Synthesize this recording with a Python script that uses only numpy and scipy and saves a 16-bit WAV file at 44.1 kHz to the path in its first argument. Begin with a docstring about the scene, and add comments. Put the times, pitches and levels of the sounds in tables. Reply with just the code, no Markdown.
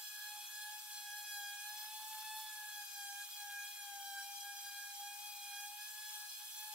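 """In a workshop, a random orbital sander is pushed back and forth over wooden boards before a microphone pair.
Motor and fan whine on one stack of tones, sines that sag under load and flutter as the pad wobbles.
The tones swell and fade as the tool moves through the room's standing waves.
Shaped noise around them gives the rumble of the boards, the rush of fan air and the hiss of grit."""
import sys
import numpy as np
from scipy import signal
from scipy.fft import rfft, irfft
from scipy.io import wavfile
from scipy.ndimage import uniform_filter1d

SR = 44100
rng = np.random.default_rng(int(sys.argv[2]) if len(sys.argv) > 2 else 0)


def dump(signal):
    """Clip the signal to [-1, 1] and save it as 16-bit WAV at the path in sys.argv[1]."""
    limited = np.clip(np.atleast_2d(signal).T, -1, 1)
    pcm = np.round(limited * 32767).astype(np.int16)
    wavfile.write(sys.argv[1], SR, pcm)


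N = 297234
TIME = np.arange(N) / SR  # s, every sample
HZ = np.fft.rfftfreq(N, 1 / SR)
TICKS = np.linspace(0, N / SR, 8192)  # s, coarse clock for everything that drifts


def gain_of(db):
    """Decibels to amplitude."""
    return 10 ** (np.asarray(db) / 20)


def evened(x):
    """Scales to rms 1."""
    return x / np.sqrt(np.mean(abs(x) ** 2) + 1e-30)


def curve(rows, at):
    """A time table, read at the given times."""
    return np.interp(at, *np.transpose(rows))


def read(points, at):
    """Joins points by straight lines on a logarithmic axis."""
    x, value = np.transpose(points)
    return np.interp(np.log(at + 1), np.log(x + 1), value)


def wander(rate):
    """Complex random drift of rms 1, one value a tick, up to about rate swings a second."""
    f = np.fft.fftfreq(len(TICKS), TICKS[1])
    a, b = rng.standard_normal((2, len(TICKS)))
    return evened(np.fft.ifft((a + 1j * b) / (1 + (f / rate) ** 2)))


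def swing_of(rate):
    """Real drift for levels in dB, its dips allowed to go deeper than its peaks."""
    return np.clip(wander(rate).real, -2, 1)


# How alike the two microphones hear each frequency: (frequency_hz, likeness 0 to 1)
MICROPHONE_LIKENESS = [(60, 0.11), (300, 0.33), (700, 0.24), (1400, .93), (2200, .75), (3500, 0.36),
                       (5000, 0.32), (7500, 0.88), (9000, 0.045), (11000, 0.18), (11400, 0.92), (15500, 1)]
# Phase by which the left microphone leads the right: (frequency_hz, lead_radians)
LEFT_LEAD = [(60, -1.1), (2000, -0.29), (4200, -0.88), (5500, -1.6), (6300, -1.9), (7800, -1.72),
             (9000, -0.78), (11200, 0.32), (16000, 0.18)]


def pair(a, b, hz):
    """Two unrelated signals become left and right, as alike as the microphones hear this frequency."""
    same = np.clip(read(MICROPHONE_LIKENESS, hz), 0, 1)
    right = same * a + np.sqrt(1 - same ** 2) * b
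    return np.array([a, right * np.exp(-1j * read(LEFT_LEAD, hz))])


def tone(envelope, turns):
    """A sine that follows turns, with a complex envelope for each channel."""
    carrier = np.exp(2j * np.pi * turns)
    return np.sqrt(2) * np.array([(np.interp(TIME, TICKS, e) * carrier).real for e in envelope])


# Pitch of the whine, sagging when the hand presses down: (start_s, pitch_hz)
WHINE_PITCH = [(0.0, 837.7), (0.08, 833.7), (0.82, 841.7), (1.1, 828.7), (1.26, 834.1), (1.42, 817.5),
               (1.58, 822.3), (1.78, 846.1), (2.1, 862.1), (2.4, 863), (2.64, 841.4), (3.1, 809.3),
               (3.32, 828.4), (3.58, 814.4), (3.74, 826.2), (3.94, 804.3), (4.2, 798.8), (4.32, 810.1),
               (5.02, 814.4), (5.26, 826.8), (5.54, 815.6), (5.98, 844.7), (6.28, 834.6), (6.72, 849)]


def speed(at):
    """Pitch of the whine, and how far the load has pulled it below its mean, in Hz."""
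    hz = curve(WHINE_PITCH, at)
    return hz, hz.mean() - hz


def rotation(jitter=0.00046, jitter_rate=14):
    """Cycles of the whine so far; the grit catches and makes the speed tremble."""
    hz, _ = speed(TIME)
    tremble = np.interp(TIME, TICKS, wander(jitter_rate).real)
    return np.cumsum(hz * (1 + jitter * tremble)) / SR


# Side tones made by the pad's wobble: (pitch_multiple, level_db against its tone)
WOBBLE_SIDE_TONES = [(1, -27.5), (2, -12.5), (3, -6.5), (4, -8.5), (5, -3.5), (6, -1.5), (7, 0.5), (9, -8),
                     (19, -18)]


def roughness(k, turns, skirt_db, wobble_ratio=0.073, side_rate=5.4, skirt_rate=45, second_db=-12):
    """What surrounds tone k: side tones one and two wobbles below it, and a skirt of turbulence."""
    wobble = np.exp(-2j * np.pi * wobble_ratio * np.interp(TICKS, TIME, turns))
    first_side = wobble * wander(side_rate * k)
    second_side = gain_of(second_db) * wobble ** 2 * wander(side_rate * k)
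    skirt = gain_of(skirt_db) * wander(skirt_rate * np.sqrt(k))
    return gain_of(read(WOBBLE_SIDE_TONES, k)) * (first_side + second_side) + skirt


# Standing-wave swells of the three strong tones, before trim and ripple: (start_s, level_db)
FIRST_TONE_LEVEL = [(0.0, -58), (0.09, -75), (0.36, -55), (0.5, -67.5), (0.74, -55.0), (0.81, -61.5),
                    (1.25, -59.0), (1.29, -70), (1.38, -52.5), (1.59, -58.5), (2.39, -51), (2.53, -60),
                    (2.64, -54.5), (2.71, -63.0), (2.81, -56.0), (2.87, -71.5), (2.99, -55.0),
                    (3.19, -57.5), (3.31, -67.5), (3.43, -55.5), (3.75, -62), (3.88, -54.5), (4.37, -55.0),
                    (4.89, -61), (5.01, -52.0), (5.16, -59.0), (5.64, -55.5), (5.89, -62.5), (6.25, -61.0),
                    (6.31, -80), (6.44, -59.5), (6.49, -70), (6.73, -52.5)]
SECOND_TONE_LEVEL = [(0.0, -60), (0.24, -51.0), (0.34, -65.5), (0.65, -52.5), (0.79, -66.5), (1.14, -50.5),
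                     (1.18, -59), (1.46, -50.5), (1.67, -52.0), (1.73, -60.5), (2.5, -63), (2.53, -57.5),
                     (2.83, -50), (2.86, -62.5), (3.22, -49), (3.26, -68.5), (3.45, -60.5), (3.54, -50),
                     (3.62, -47.5), (3.72, -73.5), (3.8, -55.5), (4.1, -59), (4.19, -49.5), (4.36, -67.5),
                     (4.5, -55), (4.6, -63.5), (4.66, -55), (4.89, -54), (4.97, -67.5), (5.06, -56.0),
                     (5.31, -70.5), (5.65, -56.5), (5.68, -75), (5.8, -58.0), (6.27, -58), (6.3, -67.5),
                     (6.69, -63), (6.73, -66)]
THIRD_TONE_LEVEL = [(0.0, -67.5), (0.06, -65), (1.44, -66.0), (1.6, -60), (2.16, -66), (2.33, -58.5),
                    (2.48, -69.5), (3.41, -61.5), (3.46, -72.5), (3.6, -55), (3.86, -67.5), (4.83, -61.0),
                    (5.01, -71.5), (5.08, -57), (5.86, -60.0), (5.91, -71), (6.73, -64)]
# Character of those tones, a row each: (trim_db, ripple_db, turbulent skirt_db, shimmer_share,
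# left-right difference_db against the tone, difference_phase_radians, phase_swing_radians)
STRONG_TONES = [(-0.5, 2.17, -33.5, 0.034, -4, -0.77, 0.43), (-0.5, 4.8, -25, 0.094, -12.5, -1.6, .9),
                (-1, 4.5, -16, 0.22, -3, -0.88, 1.2)]
# Stereo width; for a while the whine closes in to the middle. The dB are divided by
# the tone's number, so the first tone closes most: (start_s, width_db)
WHINE_WIDTH = [(0, -3.5), (1.25, -3), (1.48, 3.5), (1.85, -9), (2.38, -15.5), (2.65, -0.5), (6.74, -0.3)]


def low_whine(turns, ripple_rate=8, swing_rate=4, side_follow=.05, side_ripple_db=2, spin=.1, spin_ratio=0.029):
    """Three strong tones levelled by standing waves; the microphones' difference hardly fades, so nodes sound wide."""
    pitch = speed(TICKS)[0].mean()
    # the disc turns far slower than the motor
    disc = np.exp(2j * np.pi * spin_ratio * np.interp(TICKS, TIME, turns))
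    out = np.zeros((2, N))
    for i, levels in enumerate((FIRST_TONE_LEVEL, SECOND_TONE_LEVEL, THIRD_TONE_LEVEL)):
        trim_db, ripple_db, skirt_db, shimmer, side_db, side_phase, swing = STRONG_TONES[i]
        k = i + 1
        direct = gain_of(curve(levels, TICKS) + trim_db)
        # over 1 near a node, where small moves change the level most
        node = np.sqrt(direct.mean() / direct)
        middle = direct * gain_of(ripple_db * node * swing_of(ripple_rate))

        width_db = side_db + curve(WHINE_WIDTH, TICKS) / k
        width_db = width_db + side_ripple_db * np.sqrt(k) * swing_of(swing_rate)
        side_level = gain_of(width_db) * direct.mean() * node ** (-2 * side_follow)
        side = side_level * np.exp(1j * (side_phase + swing * wander(swing_rate).real))
        ears = np.array([middle + side, middle - side])

        throb = 1 + spin * np.sqrt(k) * (disc * wander(12.0)).real
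        # the moving tool keeps changing its distance
        path = np.exp(1j * np.sqrt(k) * wander(2.5).real)
        a, b = (roughness(k, turns, skirt_db) + shimmer * wander(22) for _ in range(2))
        rough = pair(a, b, k * pitch)
        # scattered sound fills the nodes
        out += tone(path * (throb * ears + direct * node * rough), k * turns)
    return out


STROKE_S = 0.57  # one push and pull of the hand


def press():
    """The part of the sag that comes and goes within one stroke, in Hz, one value a tick."""
    _, sag = speed(TICKS)
    return sag - uniform_filter1d(sag, max(1, round(STROKE_S / TICKS[1])))


# Higher tones, a row each from the fourth multiple of the pitch up, before the shared swell:
# (level_db, load_db gained per Hz of sag, turbulent skirt_db against the tone)
HIGHER_TONES = [(-58.5, 0, -11), (-61, 0, -2.5), (-61.5, 0, 0.5), (-62.5, 0.11, -0.5), (-65.5, 0.17, -1.5),
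                (-64.5, -0.0051, 2), (-65, 0.1441, 0.5), (-65, 0.0319, 1), (-65, -0.02, -7), (-69, 0, -3.5),
                (-68.5, 0.0254, -2.5), (-68.5, 0, -4), (-68, -0.0963, -4.5), (-67.5, 0.09, -4),
                (-69.5, 0.0158, -3), (-73, 0, -2.5)]


def high_whine(turns, level_db=0, fade=1.1, fade_rate=12, flare_db=2.0, flare_rate=6,
               together_db=2.02, together_rate=6, press_db_per_hz=0.0126):
    """The higher tones flare and fade among reflections, singly and together, and swell with each press."""
    hz, sag = speed(TICKS)
    swell_db = level_db + press_db_per_hz * press() + together_db * wander(together_rate).real
    out = np.zeros((2, N))
    for i, (db, load_db, skirt_db) in enumerate(HIGHER_TONES):
        k = len(STRONG_TONES) + 1 + i
        fade_share = fade * np.sqrt(k / len(HIGHER_TONES))

        def arrival():
            """A steady part of drifting phase, a fading reflected part, and roughness."""
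            steady = np.exp(1j * np.angle(wander(1.7)))
            return steady + fade_share * wander(fade_rate) + roughness(k, turns, skirt_db)

        ears = pair(arrival(), arrival(), k * hz.mean())
        flare = gain_of(flare_db * swing_of(flare_rate))
        out += tone(gain_of(swell_db + db + load_db * sag) * evened(flare * ears), k * turns)
    return out


# Faint tones of the bearings and housing: (pitch_multiple, level_db, load_db gained per Hz of sag)
BEARING_TONES = [(.6, -101, 0.28), (1.233, -88.5, -0.54), (1.29, -89, 0), (2.585, -85, 0), (3.49, -79.5, 0),
                 (11.51, -77.5, 0), (12.49, -76.5, 0)]


def bearings(turns):
    """Thin unsteady tones between the main ones, locked to the motor's speed."""
    hz, sag = speed(TICKS)
    out = np.zeros((2, N))
    for k, db, load_db in BEARING_TONES:
        ears = pair(wander(6.2), wander(3.3), k * hz.mean())
        out += tone(gain_of(db + load_db * sag) * ears, k * turns)
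    return out


def noise(spectrum):
    """Stereo noise of rms 1 with the given spectrum."""
    a, b = rfft(rng.standard_normal((2, N)))
    return evened(irfft(pair(a, b, HZ) * gain_of(read(spectrum, HZ)), N))


def mottled(x, patch_db, drift_db, size=512):
    """Uneven grain makes brief patches in a noise; moving reflections make slower, narrower ones."""
    overlap = size - size // 4
    z = signal.stft(x, SR, nperseg=size, noverlap=overlap)[2]

    def field(frames_count, bins_count):
        """Random level map of rms 1, smoothed over time frames and frequency bins."""
        draw = rng.standard_normal(z.shape[:0:-1])
        over_time = uniform_filter1d(draw, frames_count, axis=0)
        return evened(uniform_filter1d(over_time, bins_count, axis=1)).T

    patches = patch_db * field(frames_count=7, bins_count=12)
    drifts = drift_db * field(frames_count=35, bins_count=6)
    z = z * gain_of(patches + drifts)
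    return evened(signal.istft(z, SR, nperseg=size, noverlap=overlap)[1][:, :N])


# Spectral shapes of the board rumble, fan air and grit hiss: (frequency_hz, relative density_db per Hz)
BOARD_RUMBLE = [(20, -20), (220, -23.5), (340, -21.5), (440, -3.5), (500, 1.5), (560, 5), (700, 4.5),
                (1000, -6), (1600, -37)]
FAN_AIR = [(400, -44.5), (700, -12), (900, -0.5), (1100, -2.5), (1400, -0.5), (1750, -5.5), (1900, -8.5),
           (2200, -1.5), (2750, 0), (3300, 8.5), (4500, -7), (8000, -29.5)]
GRIT_SCRAPE = [(1600, -54.5), (2700, -16), (3600, -3.5), (4500, -5), (5300, -3.5), (6200, -3), (7600, -0.5),
               (9000, -2.5), (10500, -4), (11400, -2), (12300, -2.5), (14200, -5.5), (15000, -6.5),
               (16500, -2.5)]


def sanding(turns, boards_db=-94, air_db=-63.5, scrape_db=-51.5, boards_db_per_hz=0.18, boards_follow=0.72,
            air_db_per_hz=-0.0815, scrape_db_per_hz=-0.055, chop=0.3):
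    """Boards rumble with load and first tone; air and grit hiss grow with speed, grit chopped at the whine's pitch."""
    _, sag = speed(TIME)
    shake_db = curve(FIRST_TONE_LEVEL, TIME)
    grit_level = gain_of(scrape_db + scrape_db_per_hz * sag)
    grit = grit_level * mottled(noise(GRIT_SCRAPE), patch_db=2.26, drift_db=0.5)
    air_level = gain_of(air_db + air_db_per_hz * sag)
    rush = air_level * mottled(noise(FAN_AIR), patch_db=1.76, drift_db=1.5)
    rumble_db = boards_db + boards_db_per_hz * sag + boards_follow * (shake_db - shake_db.mean())
    rumble = gain_of(rumble_db) * noise(BOARD_RUMBLE)
    return grit * (1 + chop * np.cos(2 * np.pi * turns)) + rush + rumble


def scene():
    """One motor drives every layer."""
    turns = rotation()
    return low_whine(turns) + high_whine(turns) + bearings(turns) + sanding(turns)


EDGE_HZ = 15760  # top of the recorder's band


def record(dry):
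    """The recorder's band limit, a steep low-pass filter."""
    taps = signal.firwin(1023, EDGE_HZ, window=("kaiser", 9), fs=SR)
    return signal.oaconvolve(dry, taps[None], "same")


dry = scene()
out = record(dry)
dump(out)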